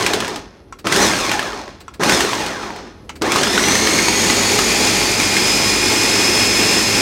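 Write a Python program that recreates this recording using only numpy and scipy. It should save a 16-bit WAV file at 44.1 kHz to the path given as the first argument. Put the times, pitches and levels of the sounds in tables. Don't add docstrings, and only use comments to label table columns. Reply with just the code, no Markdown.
import sys
import numpy as np
from scipy import signal
from scipy.fft import rfft, irfft, next_fast_len
from scipy.io import wavfile
from scipy.ndimage import uniform_filter1d

SR = 44100
rng = np.random.default_rng(int(sys.argv[2]) if len(sys.argv) > 2 else 0)


def inscribe(sig):
    pcm = np.round(np.clip(np.atleast_2d(sig).T, -1, 1) * 32767)
    wavfile.write(sys.argv[1], SR, pcm.astype(np.int16))


def attenuation_scalar(level_db):
    decades = np.asarray(level_db, float) / 20
    return 10 ** decades


N = 309132
TIME = np.arange(N) / SR
TEETH, PLANETS = 48, 3
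FULL_SPEED = 50

# power on in s, power off in s, top speed in turns per s, standstill in s,
# coasting time constant in s
RUNS = [
    (-.35, -.15, 30, .51, 3),
    (.8435, 1.03, 42, 1.84, .52),
    (1.9955, 2.14, 38, 2.98, .5),
    (3.2135, 7.2135, 51.11, 8, .5),
]
# teeth clarity in dB, extra start jolt in dB, extra boom in dB
RUN_TONE = [
    (-9, -2, 2),
    (3.5, 1, -0.9),
    (4, 1.5, .1),
    (0.7, 6, 0.9),
]


def unit(x):
    return x / np.sqrt(np.mean(x ** 2))


def colour(x, filt):
    return signal.oaconvolve(x, filt)[:len(x)]


def response(points, peaks=(), lift=1):
    hz = np.maximum(np.arange(2049) * SR / 4096, 1)
    f, db = np.transpose(points)
    db = np.interp(np.log(hz), np.log(f), db)
    db = db + sum(lift * peak_db / (1 + (2 * (hz - centre) / width) ** 2) for centre, width, peak_db in peaks)
    cep = irfft(db * np.log(10) / 20)
    cep[1:2048] *= 2
    cep[2049:] = 0
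    return irfft(np.exp(rfft(cep)))


def split(x):
    size = next_fast_len(N)
    spec = rfft(x, size)
    octave = np.log2(np.arange(size // 2 + 1) * SR / size + 1)
    below = [1 / (1 + np.exp(6 * (octave - np.log2(hz)))) for hz in (500, 1600, 6500)]
    below = [0] + below + [1]
    return [irfft(spec * (high - low), size)[:N] for low, high in zip(below, below[1:])]


def walk(rate):
    k = max(int(SR / 32 / rate), 3)
    held = rng.standard_normal(N // 96 + 2)[np.arange(N // 32 + 1) // k]
    slewed = uniform_filter1d(uniform_filter1d(held, k), k)
    return np.interp(TIME, np.arange(len(held)) * 32 / SR, 1.3 * slewed)


def ring(hz, t60, size=4000):
    t = np.arange(size) / SR
    return np.sin(2 * np.pi * hz * t) * np.exp(-np.log(1000) * t / t60)


def add(out, s, sound):
    i = int(s * SR)
    out[i:i + len(sound)] += sound[:N - i]


def spin(on, off, top, stop, coast):
    # share, time constant in s
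    spin_up = [(11.15, .0134), (29.99, .1933), (10.56, 1.382)]

    def climb(t):
        return sum(share * (1 - np.exp(-np.maximum(t, 0) / tau)) for share, tau in spin_up)

    left = np.exp((off - stop) / coast)
    fall = (np.exp(np.minimum(off - TIME, 0) / coast) - left) / (1 - left)
    return top * climb(np.minimum(TIME, off) - on) / climb(off - on) * np.maximum(fall, 0)


def blender(speeds):
    # Hz, level in dB per Hz
    body = [(30, -50), (60, -15.5), (160, -8), (300, -1), (450, -4.5), (600, -7), (1300, -9.5), (2300, -6),
            (3500, -11.5), (6500, -11.5), (8000, -15), (10000, -16.5), (13000, -26.5), (16000, -31.5)]
    # centre in Hz, width in Hz, lift in dB
    housing = [(112, 55, 5), (207, 71, 4), (355.5, 19.4, 10), (432, 18, 7), (844, 47, 5), (1030, 26, 3),
               (1850, 240, 2.5), (2140, 230, 2.5), (2457, 64, 6), (2740, 52, 4.5), (3495, 720, 7),
               (4207, 290, 7), (4560, 95, 6), (4670, 120, 0.5), (5152, 250, 9), (5270, 30, 7.5),
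               (6000, 630, 6.5), (6100, 50, 2), (6670, 240, 6), (6750, 190, -0.5), (7870, 170, 3),
               (8560, 200, 5), (10630, 120, 5), (10460, 720, -9.5)]
    # level at full speed in dB, dB per dB of speed, lift under power in dB, lift by lumps in dB,
    # start jolt in dB
    range_laws = [
        (-23.5, 1.05, 2.5, 6, 5),
        (-26, 0.88, 3, 7.5, -1.5),
        (-17, 1.04, 1, 0.5, -5.5),
        (-23.5, 1.62, 1.5, 2.5, -7),
    ]
    bite_db = [0.29, 0.089, 0.089, 0.079]
    power_fade_s, jolt_s, smoothing_s = 0.02, 0.045, 0.54
    settle_speed, settle_s = 1, 0.18
    kick_speed = 5.5

    speed = sum(speeds) * (1 + 0.0022 * walk(9))
    turns = np.cumsum(speed) / SR
    teeth = attenuation_scalar(1.5) * (speed / 50) ** 0.3 * gears(turns) + whine(turns, speed)
    roar = attenuation_scalar(17.0) * slurry(turns)
    roar = colour(roar, response(body, housing, lift=0.87))
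    ranges = split(roar + colour(teeth, response(body, housing, lift=0.99)))

    lumps = np.exp(np.minimum(RUNS[-1][0] - TIME, 0) / smoothing_s)
    out = np.zeros(N)
    for (on, off, _, stop, _), run, run_db, (_, kick_db, boom_db) in zip(RUNS, speeds, bite_db, RUN_TONE):
        power = np.exp(np.minimum(off - TIME, 0) / power_fade_s)
        jolt = np.exp(-np.abs(TIME - on) / jolt_s)
        settling = settle_speed * np.exp(np.minimum(stop - TIME, 0) / settle_s)
        stir = np.hypot(run + kick_speed * jolt, settling)
        speed_db = 20 * np.log10(stir / FULL_SPEED)
        extra_db = [boom_db, 0, 0, 0]
        for part, law, more_db in zip(ranges, range_laws, extra_db):
            full_db, slope, power_db, lump_db, jolt_db = law
            db = full_db + run_db + more_db + slope * speed_db
            db = db + power_db * power + lump_db * lumps + (jolt_db + kick_db) * jolt
            out += (TIME > on) * attenuation_scalar(db) * part / np.std(part[-3 * SR:])
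    return out * attenuation_scalar(-2.03 + 0.34 * walk(30) - 0.98 * lumps * walk(13))


def gears(turns):
    orders = [1, 2, 43, 47, 48, 49, 65, 93, 94, 96, 97, 99, 100, 101, 102, 130, 138, 139, 141, 144, 147,
              150, 156, 198, 199, 235, 240, 295]
    order_db = [0.5, -7, -5, -7.5, -12, -5, -11, -4, -6, -6, -12, -1, -3, -4, -5, -16, -5, -8, -9, -8, -9,
                -7, -10, -7, -7, -11, -11, -10]
    mesh_db = [-4, -8, -1, -4, -11]

    lines = np.zeros(N)
    for k, db in zip(orders, order_db):
        sway = 1 + 0.15 * walk(2.88)
        lines += attenuation_scalar(db) * sway * np.sin(2 * np.pi * (k * turns + rng.random()))

    k = np.arange(4097)
    off = np.abs((k + TEETH / 2) % TEETH - TEETH / 2)
    comb_db = -10 - 0.5 * off - k / 60 + 4 * (k % PLANETS == 0) + 4.5 * rng.standard_normal(len(k))
    phase = np.exp(2j * np.pi * rng.random(len(k)))
    turn = irfft(4096 * attenuation_scalar(comb_db) * (k > 3) * (k < 310) * phase)
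    comb = np.interp(turns % 1, np.arange(8193) / 8192, np.append(turn, turn[0]))

    rough = np.zeros(N)
    for m, db in enumerate(mesh_db):
        rough += attenuation_scalar(db) * walk(300) * np.sin(2 * np.pi * TEETH * (m + 1) * turns)
    return lines + attenuation_scalar(-3.5) * comb + rough


def whine(turns, speed):
    # speed in turns per s, then level of each pair in dB
    crossings = [(4, -12, -4, 4, -20, -20), (9, -12, -2, 10, -20, -20), (14.5, -9, -10, 6, -20, -20),
                 (17.5, 13, -10, -4, -20, -20), (21, 1.5, -11, 2.5, -20, -20), (36, -3, -8, 7, -20, -20),
                 (41, -1.5, 5, 11, -20, -20), (43.8, -8, 13, 11, -20, -20), (45.6, -8, 6, 10, -18, -18),
                 (47.3, -8, 14, 10, -12, -3), (48.1, -9, 1.5, 9, -1.5, 4), (49.2, -15, -6, -1.5, 7, 4),
                 (50.2, -12, -5, -12, 8, -3), (51, -14, -3, -20, 7.5, -8)]
    pairs = [(48, 45), (96, 99), (144, 138), (102, 99), (105, 108)]
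    # rate per s, depth from 0 to 1
    shifts = [(60, .6), (30, .25), (300, .8), (90, .35), (120, .6)]

    at, *level_db = np.transpose(crossings)
    starts = np.array(RUNS)[:, 0]
    run = np.searchsorted(starts, TIME) - 1
    rise = 1 - np.exp((starts[run] - TIME) / 0.09)
    clear = attenuation_scalar(np.array(RUN_TONE)[run, 0]) * rise
    tones = np.zeros(N)
    for pair, db, (rate, depth) in zip(pairs, level_db, shifts):
        level = attenuation_scalar(np.interp(speed, at, db) - 7.5)
        for k, share in zip(pair, (1, .6)):
            flutter = np.sqrt(.85 - depth ** 2) + depth * walk(rate)
            tones += share * level * flutter * np.sin(2 * np.pi * k * turns)
    return clear * tones


def slurry(turns):
    surge = attenuation_scalar(1.1 * np.cos(2 * np.pi * turns) + .6 * np.cos(2 * np.pi * PLANETS * turns))
    surge = surge * attenuation_scalar(.7 * walk(18))
    size_db = np.minimum(3 * rng.exponential(size=N), 9)
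    strikes = rng.random(N) < 400 / SR
    bits = strikes * attenuation_scalar(size_db) * rng.uniform(-1.05, 1, N)
    bits = signal.lfilter([1], [1, -.75], np.diff(bits, prepend=0))
    chunks = attenuation_scalar(np.interp(TIME, [0, 3.4, 4.6, 7.01], [-2, -9.0, -13.0, -13.5]))
    return surge * rng.standard_normal(N) + chunks * unit(bits)


def knocks():
    # start in s, peak in dB, ring in Hz, brightness in dB
    pulsed = [(0.0634, -7, 2430, 8.5), (0.1347, -13.5, 1120, 13.5), (0.2032, -14, 2450, 7.5),
              (0.2243, -10, 1360, -12), (0.247, -9.5, 1620, -7), (0.2796, -12.5, 980, 2.5),
              (0.359, -15.5, 1240, 4), (0.8695, -4, 1320, -1.5), (0.9238, -2.5, 2060, 4),
              (0.961, -7, 1750, 7), (1.0236, -9, 2390, 2), (1.1138, -3.5, 2110, -18),
              (1.1355, -5, 1620, -21), (1.2944, -4, 2420, -9), (1.315, -4, 1510, 1.5),
              (1.3933, -0.5, 1720, -9), (1.4275, -9.5, 1300, -3.5), (1.5313, -13, 1230, -17),
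              (1.679, -21, 1020, -10), (2.0338, -4, 1100, 3), (2.095, -3.5, 1520, 5),
              (2.1223, -2, 2080, -4), (2.2061, -5, 1910, 4.5), (2.249, -10, 1380, 1), (2.291, -15, 1230, 3),
              (2.332, -5.5, 1030, -2.5), (2.463, -14.5, 950, 4.5), (2.7047, -12.5, 930, -14),
              (2.761, -18, 1000, -5), (2.874, -25, 1040, -16)]
    # start in s, peak in dB, ring in Hz, brightness in dB
    running = [(3.2197, -9.5, 990, 3.5), (3.3194, -2.5, 2390, 2.5), (3.359, -8.5, 1180, 7.5),
               (3.4321, -2, 1670, 0.5), (3.471, -1, 1340, -13), (3.5778, 4.5, 1480, -12),
               (3.594, -4, 1850, -18), (3.6383, -2, 2120, -17), (3.684, -2, 2320, -1),
               (3.7213, -3, 1790, -15), (3.7531, 1.5, 1870, -5), (3.872, -2.5, 1900, -1),
               (3.9883, 2, 2150, -7), (4.0833, 2, 950, -4), (4.2994, -2.5, 2000, 0), (4.589, -0.5, 1310, 1),
               (5.2003, -2, 2400, -4), (5.367, 1.5, 2140, -5), (5.8294, -6, 2450, -2)]
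    # Hz, level in dB
    crack_tone = [(300, -3), (1500, 7), (4000, 3.5), (8000, -2.5), (11000, -10.5), (16000, -19.5)]

    out, t = np.zeros(N), np.arange(4000) / SR
    wall_colour = response(crack_tone)[:256]
    rattle = (1 - np.exp(-t / 0.00032)) * (np.exp(-t / 0.0022) + 0.39 * np.exp(-t / 0.017))
    for s, db, hz, bright_db in pulsed + running:
        spread = rng.uniform(1.25, 2.55, 3)
        wall = ring(hz, 0.028) + .5 * sum(ring(hz * r, 0.011) for r in spread) + 0.35 * ring(392, 0.019)
        crack = colour(rng.standard_normal(len(t)) * rattle, wall_colour)
        add(out, s, attenuation_scalar(db - 7.5) * (wall + attenuation_scalar(bright_db + 0.5) * crack))
    return out


def thuds():
    # start in s, peak in dB, ring in Hz
    blows = [
        (.008, -10.5, 1044),
        (.105, -9, 430),
        (.14, -7.5, 423),
        (.17, -10.5, 435),
        (.86, -12, 351),
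        (0.971, -5, 385),
        (2.245, -9, 445),
        (3.219, -13.5, 330),
        (3.25, -16, 490),
        (3.277, -6.5, 350),
    ]
    out, t = np.zeros(N), np.arange(4000) / SR
    t60 = 0.053
    rise = 1 - np.exp(-t / 0.0015)
    for s, db, hz in blows:
        floor = ring(hz, t60) + .6 * ring(1.45 * hz, 0.73 * t60)
        add(out, s, attenuation_scalar(db) * rise * floor)
    return out


def relay():
    # start in s, case level in dB, clack level in dB
    snaps = [
        (0.725, -28, -31.5),
        (1.881, -27.5, -33.5),
        (3.093, -40, -20.5),
    ]
    # start in s, peak in dB
    buzzes = [
        (0.786, -21.5),
        (1.802, -21.5),
        (1.936, -21.5),
        (3.045, -42),
        (3.154, -20.5),
    ]
    # Hz, level in dB, t60 in s
    case_modes = [(1066, 4, 0.1), (1340, 9, 0.057), (2120, -13, 0.2), (3350, -12, 0.11), (5500, -29, 0.047),
                  (5770, -4, 0.064), (6000, -28, 0.03), (7740, -4, 0.034)]
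    # Hz, level in dB per Hz
    clack_tone = [(290, -55), (500, -20), (974, 1), (1720, -13), (2160, -5), (4150, -16.5), (7000, -14.5),
                  (10500, -34), (16000, -38)]
    # Hz, level in dB per Hz
    buzz_tone = [(300, -22), (1300, 0), (1800, -6), (2480, -4.5), (3300, -10), (4370, -4.5), (6200, -14.5),
                 (7950, -10.5), (11000, -23), (16000, -18)]

    out, t = np.zeros(N), np.arange(4000) / SR
    case = sum(attenuation_scalar(db) * ring(hz, 0.65 * t60) for hz, db, t60 in case_modes)
    fade = 0.31 * np.exp(-t / 0.0052) + 0.63 * np.exp(-t / 0.012)
    for s, case_db, clack_db in snaps:
        clack = unit(colour(rng.standard_normal(len(t)), response(clack_tone)))
        add(out, s, attenuation_scalar(case_db - 5.5) * case + attenuation_scalar(clack_db - 1.0) * fade * clack)
    swell = t / 0.01 * np.exp(1 - t / 0.0068)
    for s, db in buzzes:
        hiss = unit(colour(rng.standard_normal(len(t)), response(buzz_tone)))
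        add(out, s, attenuation_scalar(db - 14.0) * hiss * swell)
    return out


def counter(speed):
    own_speed, width = 48.7, 0.86
    sos = signal.butter(2, [43, 57], "band", fs=SR, output="sos")
    band = signal.sosfilt(sos, rng.standard_normal(N))
    peak = attenuation_scalar(-46.5) / (1 + ((speed - own_speed) / width) ** 2)
    shake = attenuation_scalar(-41.5) * (speed / FULL_SPEED) ** 0.57
    return unit(band) * (attenuation_scalar(-53) + shake + peak)


def walls(near):
    t60 = 0.23
    t = np.arange(SR // 2) / SR
    echo = rng.standard_normal(len(t)) * np.exp(-np.log(1000) * t / t60) * (t > .004)
    echo = signal.lfilter([1], [1, -.4], echo)
    return attenuation_scalar(-14.5) * colour(near, echo / np.linalg.norm(echo))


def kitchen():
    # Hz, level in dB per Hz
    hum_tone = [(25, -2), (50, 0), (80, 10), (144, 0.5), (382, 2), (680, -10.5), (1400, -32.5), (2910, -33),
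                (6330, -48), (10400, -33), (16000, -53)]
    hum = unit(colour(rng.standard_normal(N), response(hum_tone)))
    return hum * attenuation_scalar(-45 + 1.9 * walk(4.4))


def scene():
    speeds = [spin(*run) for run in RUNS]
    near = blender(speeds) + knocks() + thuds() + relay()
    mix = near + walls(near) + kitchen() + counter(sum(speeds))
    return np.tile(mix, (2, 1))


def top_cut(x):
    return signal.sosfilt(signal.butter(12, 16990, fs=SR, output="sos"), x)


def record(dry):
    mic = signal.sosfilt(signal.butter(2, 38, "high", fs=SR, output="sos"), dry)
    mic = np.tanh(.95 * mic) / .95
    mic = signal.sosfilt(signal.ellip(10, .3, 80, 15850, fs=SR, output="sos"), mic)
    return top_cut(mic)


dry = scene()
out = record(dry)
inscribe(out)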